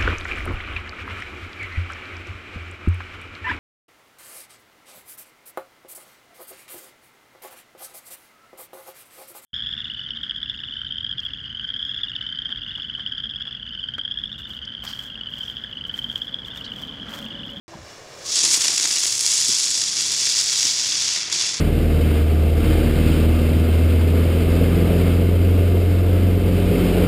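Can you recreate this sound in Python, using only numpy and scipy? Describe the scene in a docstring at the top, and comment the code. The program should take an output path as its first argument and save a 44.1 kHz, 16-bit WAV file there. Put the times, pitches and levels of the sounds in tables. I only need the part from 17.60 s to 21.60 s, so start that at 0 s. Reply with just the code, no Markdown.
"""A small ground spinner at night, a few metres away. First a fuse fizzes over night air, a faint tone, a
far-off rush and soft thumps. At 0.6 s the charge catches: a turbulent gas jet hisses and roars, full of
the tiny cracks of burning grains, and spits hardest in its first second. From about 1 s the case spins up
and whirs at two rates, each rotation modulating the hiss. The jet dulls and a few more thumps sound;
near 3.7 s it sags and flares again as the faint tone returns."""
import sys
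import numpy as np
from scipy import signal
from scipy.fft import rfft, irfft
from scipy.io import wavfile

SR = 44100
rng = np.random.default_rng(int(sys.argv[2]) if len(sys.argv) > 2 else 0)


def generate_wav(signal):
    """Clip the signal to [-1, 1] and save it as 16-bit WAV at the path in sys.argv[1]."""
    frames = np.transpose(np.atleast_2d(signal))
    scaled = np.clip(frames, -1, 1) * 32767
    pcm = np.round(scaled).astype(np.int16)
    wavfile.write(sys.argv[1], SR, pcm)


N = 176400
TIME, FREQ = np.arange(N) / SR, np.arange(N // 2 + 1) * SR / N


def undb(db):
    """Decibels to amplitude ratio."""
    return 10 ** (np.asarray(db) / 20)


def unit(x):
    """Normalise to rms 1."""
    return x / np.sqrt(np.mean(x ** 2) + 1e-20)


def curve(table, column=1):
    """Linear interpolation of one column in time."""
    rows = np.array(table, float)
    return np.interp(TIME, rows[:, 0], rows[:, column])


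def colour(x, spectrum):
    """Minimum-phase filter of unit energy, shaped by (f/Hz, level/dB) points."""
    hz, db = np.array(spectrum, float).T
    cepstrum = irfft(np.log(undb(np.interp(np.log(FREQ + 1), np.log(hz), db))), N)
    cepstrum[1:N // 2] *= 2  # folding makes the filter causal
    cepstrum[N // 2 + 1:] = 0
    response = np.exp(rfft(cepstrum))
    return irfft(rfft(x) * response / np.sqrt(np.mean(abs(response) ** 2)), N)


def noise():
    """Gaussian white noise."""
    return rng.standard_normal(N)


def band(hz, width_hz):
    """Noise filtered by one resonance, rms 1."""
    f = FREQ + 1
    return unit(irfft(rfft(noise()) / (1 + ((f - hz ** 2 / f) / width_hz) ** 2), N))


def walk(hz):
    """Random fluctuation of rms 1, band-limited to about hz."""
    return unit(irfft(rfft(noise()) * np.exp(-2 * (FREQ / hz) ** 2) * FREQ / (FREQ + 2), N))


def split(x, hz, order):
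    """Complementary low-pass and high-pass parts."""
    low = irfft(rfft(x) / (1 + (FREQ / hz) ** order), N)
    return low, x - low


def cracks():
    """Shot noise: burning grains click at random, many small and a few large."""
    per_second, spread_db = 2600, 3.0
    size = undb(spread_db * np.minimum(rng.exponential(size=N), 5))
    return unit((rng.random(N) < per_second / SR) * size * np.sign(noise()))


# Spectrum of the fuse: f/Hz, relative level/dB
FUSE_SPECTRUM = [(700,-2),(1100,1),(1650,-0.5),(2200,-1),(3500,-2),(5100,-1),(5400,5),(5700,-1),(7000,-3.5),(9000,-13.5),(12000,-21.5),(15500,-25)]
# Envelope of the fuse: t/s, level/dB
FUSE_ENVELOPE = [(.08,-49),(.21,-48.5),(.29,-45.5),(.37,-46),(.45,-47.5),(.55,-45),(.7,-42.5),(.9,-72)]
def fuse():
    """Combustion noise, brighter when stronger, interferes with its ground reflection."""
    level_db = curve(FUSE_ENVELOPE)
    low, high = split(colour(unit(noise() + .5 * cracks()), FUSE_SPECTRUM), hz=6000, order=4)
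    fizz = low + high * undb(0.54 * (level_db + 48))  # treble is lifted above -48 dB, cut below
    reflection = undb(-10) * np.roll(fizz, int(0.00176 * SR))
    return (fizz + reflection) * undb(level_db)


# Spectrum of the outdoor air: f/Hz, relative level/dB
AIR_SPECTRUM = [(20,-8),(40,-27),(70,-7),(110,0),(160,-3.5),(215,-8.5),(330,-2.5),(450,-2),(540,-7),(690,-4.5),(860,-9.5),(1100,-5),(1400,-11.5),(1650,-6.5),(2200,-14.5),(5000,-28),(15000,-54)]
def night_air():
    """Stationary ambient noise, strongest at low frequencies."""
    return undb(-48) * colour(noise(), AIR_SPECTRUM)


# Envelope of the faint tone: t/s, level/dB
HUM_ENVELOPE = [(.08,-49),(.19,-54.5),(.27,-71),(3.6,-70),(3.7,-53),(3.8,-49),(3.88,-71)]
def hum():
    """A sinusoid with slight random frequency modulation, heard at the start and near the end."""
    hz = 332.7 + 2 * walk(9.5)
    return np.sqrt(2) * undb(curve(HUM_ENVELOPE)) * np.sin(2 * np.pi * np.cumsum(hz) / SR)


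# Course of the far-off rush: t/s, level/dB, centre f/Hz
RUSH_GLIDE = [(.08,-49,660),(.35,-51,630),(.55,-47,550),(.68,-47,490),(.85,-58,444),(1.5,-82,418)]
def rush():
    """Narrow-band noise: random quadrature modulation of a carrier that sinks in pitch."""
    phase = 2 * np.pi * np.cumsum(curve(RUSH_GLIDE, column=2)) / SR
    return unit(walk(254) * np.sin(phase) + walk(254) * np.cos(phase)) * undb(curve(RUSH_GLIDE))


# Soft thumps: onset t/s, level/dB, centre f/Hz, width/Hz, decay time/s
THUMP_EVENTS = [(.129,-39.5,900,220,.01),(.142,-39,150,85,0.031),(.151,-37.5,80,40,0.054),(1.881,-35.5,293,120,0.012),(1.882,-41,159,70,0.0099),(3.04,-39.5,328,130,0.013),(3.045,-44,130,100,0.016),(3.745,-47,160,70,.05)]
def thumps():
    """Damped resonances: bands of noise rise linearly and decay exponentially."""
    attack_s, out = 0.012, 0
    for onset, db, hz, width_hz, decay_s in THUMP_EVENTS:
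        age = np.maximum(TIME - onset, 0)
        envelope = np.minimum(age / attack_s, 1) * np.exp(-np.maximum(age - attack_s, 0) / decay_s)
        out = out + undb(db) * band(hz, width_hz) * envelope
    return out


# Spectrum of the gas jet: f/Hz, relative level/dB
JET_SPECTRUM = [(500,-39),(700,-27),(830,-29.5),(950,-22),(1100,-22.5),(1760,-17.5),(1970,-14),(2100,-15.5),(2280,-11),(2480,-15),(2700,-10),(3030,-12.5),(3450,-4.5),(3750,-9),(3950,-6),(4200,-6.5),(4800,-1),(5100,-2.5),(5450,0),(6350,-3),(6600,-1.2),(7300,-3.5),(7750,-6),(8000,-6.5),(8350,-11.5),(8650,-10),(9500,-13.5),(10500,-17),(11200,-21.5),(11800,-27.5),(12700,-32),(13800,-31),(15500,-38.5)]
# Envelope of the jet: t/s, level/dB
JET_ENVELOPE = [(.6,-50),(.64,-41),(.665,-29),(.765,-17),(.85,-17),(.885,-21.5),(.94,-16),(.98,-24.5),(1.03,-21),(1.11,-23.5),(1.17,-22),(1.4,-21),(1.6,-23.5),(1.73,-19),(1.9,-19),(2.31,-23),(2.37,-21),(2.58,-21),(2.63,-20),(2.705,-17.5),(2.75,-20),(2.8,-17),(2.85,-21),(3.08,-18),(3.14,-20.5),(3.55,-21),(3.63,-26.5),(3.695,-30.5),(3.725,-21.5),(3.85,-19.5),(4,-29)]
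# Band gains of the jet, before their offsets: t/s, treble level/dB, middle level/dB, top level/dB
JET_BANDS = [(.7,-16,-19.5,-8),(.8,-13,-18,-20),(.94,-8.5,-14,-4),(1.0,-9,-11,-4),(1.1,-11.5,-12.5,-10),(1.45,-11,-16,-7),(1.62,-8.5,-15.5,-6),(1.8,-11.5,-17,-10),(2.15,-13,-19,-13),(2.3,-15,-16.5,-17),(2.42,-14.5,-16,-12),(2.75,-16,-17,-12),(3.06,-14.5,-15,-9),(3.15,-19,-16.5,-14),(3.54,-18,-13.5,-17),(3.68,-21.5,-6.5,-26.5),(3.74,-17,-12.5,-20),(3.86,-19.5,-14,-23),(4,-18.5,-9,-24)]
def jet(modulation_db):
    """Turbulent jet noise with cracking grains; the directional treble flickers as the nozzle swings."""
    gas = unit(noise() + undb(-6.5) * cracks()) * unit(undb(modulation_db))
    middle, rest = split(colour(gas, JET_SPECTRUM), hz=3150, order=6)
    main, rest = split(rest, hz=6970, order=10)
    treble, top = split(rest, hz=11900, order=24)
    middle *= undb(curve(JET_BANDS, column=2) + 15)
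    treble *= undb(curve(JET_BANDS, column=1) + 13)
    top *= undb(curve(JET_BANDS, column=3) + 11)
    beam = unit(undb(1.78 * walk(176)))
    ignition = np.clip((TIME - JET_ENVELOPE[0][0]) / .03 + 1, 0, 1)
    return (main + middle + beam * (treble + top)) * undb(curve(JET_ENVELOPE)) * ignition


# Spectrum of the flame's roar: f/Hz, relative level/dB
ROAR_SPECTRUM = [(40,-19),(80,-5),(110,-8),(140,-6),(175,3.5),(232,-12),(280,4),(380,0.5),(450,-2),(535,-9.5),(700,0),(830,-4),(1100,-3),(2000,-24.5)]
# Envelope of the roar: t/s, relative level/dB
ROAR_ENVELOPE = [(.6,-29),(.78,7),(.92,11.5),(1.06,8),(1.25,7),(1.6,-7),(2.4,-5),(3.05,-3),(3.6,-10),(3.78,3.5),(4,-1)]
def roar(modulation_db):
    """Unsteady combustion radiates low, sputtering noise."""
    gas = unit((noise() + cracks()) * undb(modulation_db))
    return colour(gas, ROAR_SPECTRUM) * undb(curve(ROAR_ENVELOPE) - 52)


# Spits of the charge: t/s, relative swell level/dB, relative snap level/dB
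SPIT_EVENTS = [(.856,-22,-9),(.915,-20,-6.5),(.944,-20,-6),(1.0116,-19,-10),(1.023,-18.5,-18),(1.047,-29,-11),(1.056,-19,-7),(1.084,-14,-2),(1.107,-18.5,-20),(1.147,-26,-17),(1.181,-16.5,-15),(1.199,-24,-11),(1.255,-21.5,-6),(1.307,-33,-9.5),(1.317,-30,-15),(1.365,-36,-7),(1.436,-18.5,-12),(1.4559,-38,-2.5),(1.526,-17.5,-26),(1.867,-31,-21),(2.18,-18,-18),(2.219,-19,-28),(2.54,-24,-21),(2.612,-20,-21),(2.671,-21,-8.5),(3.384,-32,-25),(3.563,-23,-8),(3.728,-19.5,-14)]
# Spectrum of a snap: f/Hz, relative level/dB
SNAP_SPECTRUM = [(60,-32),(300,-7),(1000,-8.5),(2200,-2),(5500,-2.5),(8000,-6),(11000,-18),(15500,-38)]
def spits():
    """Pressure transients: a lump of charge flares for milliseconds and snaps with a noisy tail."""
    swell_s, lead_s, tail_s = 0.0028, 0.0011, 0.00073
    swell, snap = np.zeros(N), np.zeros(N)
    for at, swell_db, snap_db in SPIT_EVENTS:
        swell += undb(swell_db) * np.exp(-.5 * ((TIME - at + lead_s) / swell_s) ** 2)
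        snap[int(at * SR)] += undb(snap_db)
    debris = signal.lfilter([1], [1, -np.exp(-1 / (tail_s * SR))], snap) * noise()
    return colour(swell * noise(), JET_SPECTRUM) + colour(-1.4 * snap + 0.23 * debris, SNAP_SPECTRUM)


# The case whirling about itself: t/s, rotation f/Hz, level/dB
WHIRL_MOTION = [(.95,18.7,-87),(1.2,59.4,-72),(1.47,103,-59),(1.8,115,-58),(2.07,125,-70),(2.55,135,-58),(3.1,126,-60),(3.5,115,-68),(4,115,-66)]
# Partials of the whirl: harmonic number, relative level/dB
WHIRL_HARMONICS = [(1,0.5),(2,-12),(3,-12)]
# The case rolling more slowly along the ground: t/s, rotation f/Hz, level/dB
ROLL_MOTION = [(1.3,62,-80),(1.65,73,-72),(1.9,93,-57.5),(2.25,98,-58),(2.6,103,-56.5),(2.9,102,-66),(3.25,93,-57.5),(3.6,85,-60),(4,80,-59.5)]
# Partials of the roll: harmonic number, relative level/dB
ROLL_HARMONICS = [(1,-3.5),(2,-1.5),(3,-0.5),(4,-7.5)]
def rotation(motion, harmonics):
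    """A rotating body radiates harmonics of its rotation frequency; returns its angle and whir."""
    jitter, waver_db = 0.0029, 2.5
    angle = 2 * np.pi * np.cumsum(curve(motion) * (1 + jitter * walk(31))) / SR
    whir = 0
    for k, db in harmonics:
        amplitude = undb(db + waver_db * walk(9.1))
        whir = whir + amplitude * np.sin(k * angle + 2 * np.pi * rng.random())
    return angle, np.sqrt(2) * whir * undb(curve(motion, column=2))


def scene():
    """Superposition of all sources; one flame modulates hiss and roar, and each turn chops the hiss."""
    flutter, surge_db = walk(480), 0.86 * walk(66)  # fast and slow unsteadiness of the flame
    whirl_angle, whirl = rotation(WHIRL_MOTION, WHIRL_HARMONICS)
    roll_angle, roll = rotation(ROLL_MOTION, ROLL_HARMONICS)
    moving = np.clip((TIME - WHIRL_MOTION[0][0]) / 0.12, 0, 1)
    chop_db = moving * (1.4 * np.sin(whirl_angle) + np.sin(roll_angle))
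    flame = jet(1.2 * flutter + surge_db + chop_db) + roar(7 * flutter + surge_db)
    mix = flame + whirl + roll + spits() + fuse() + thumps() + rush() + hum() + night_air()
    return (mix * (TIME >= .08))[None]  # silent for the first 80 ms


def record(dry):
    """Clipping at full scale, then band-limiting by an elliptic low-pass filter."""
    low_pass = signal.ellip(10, .1, 80, 15700, fs=SR, output="sos")
    return signal.sosfilt(low_pass, np.clip(dry, -1, 1))


dry = scene()
out = record(dry)
generate_wav(out)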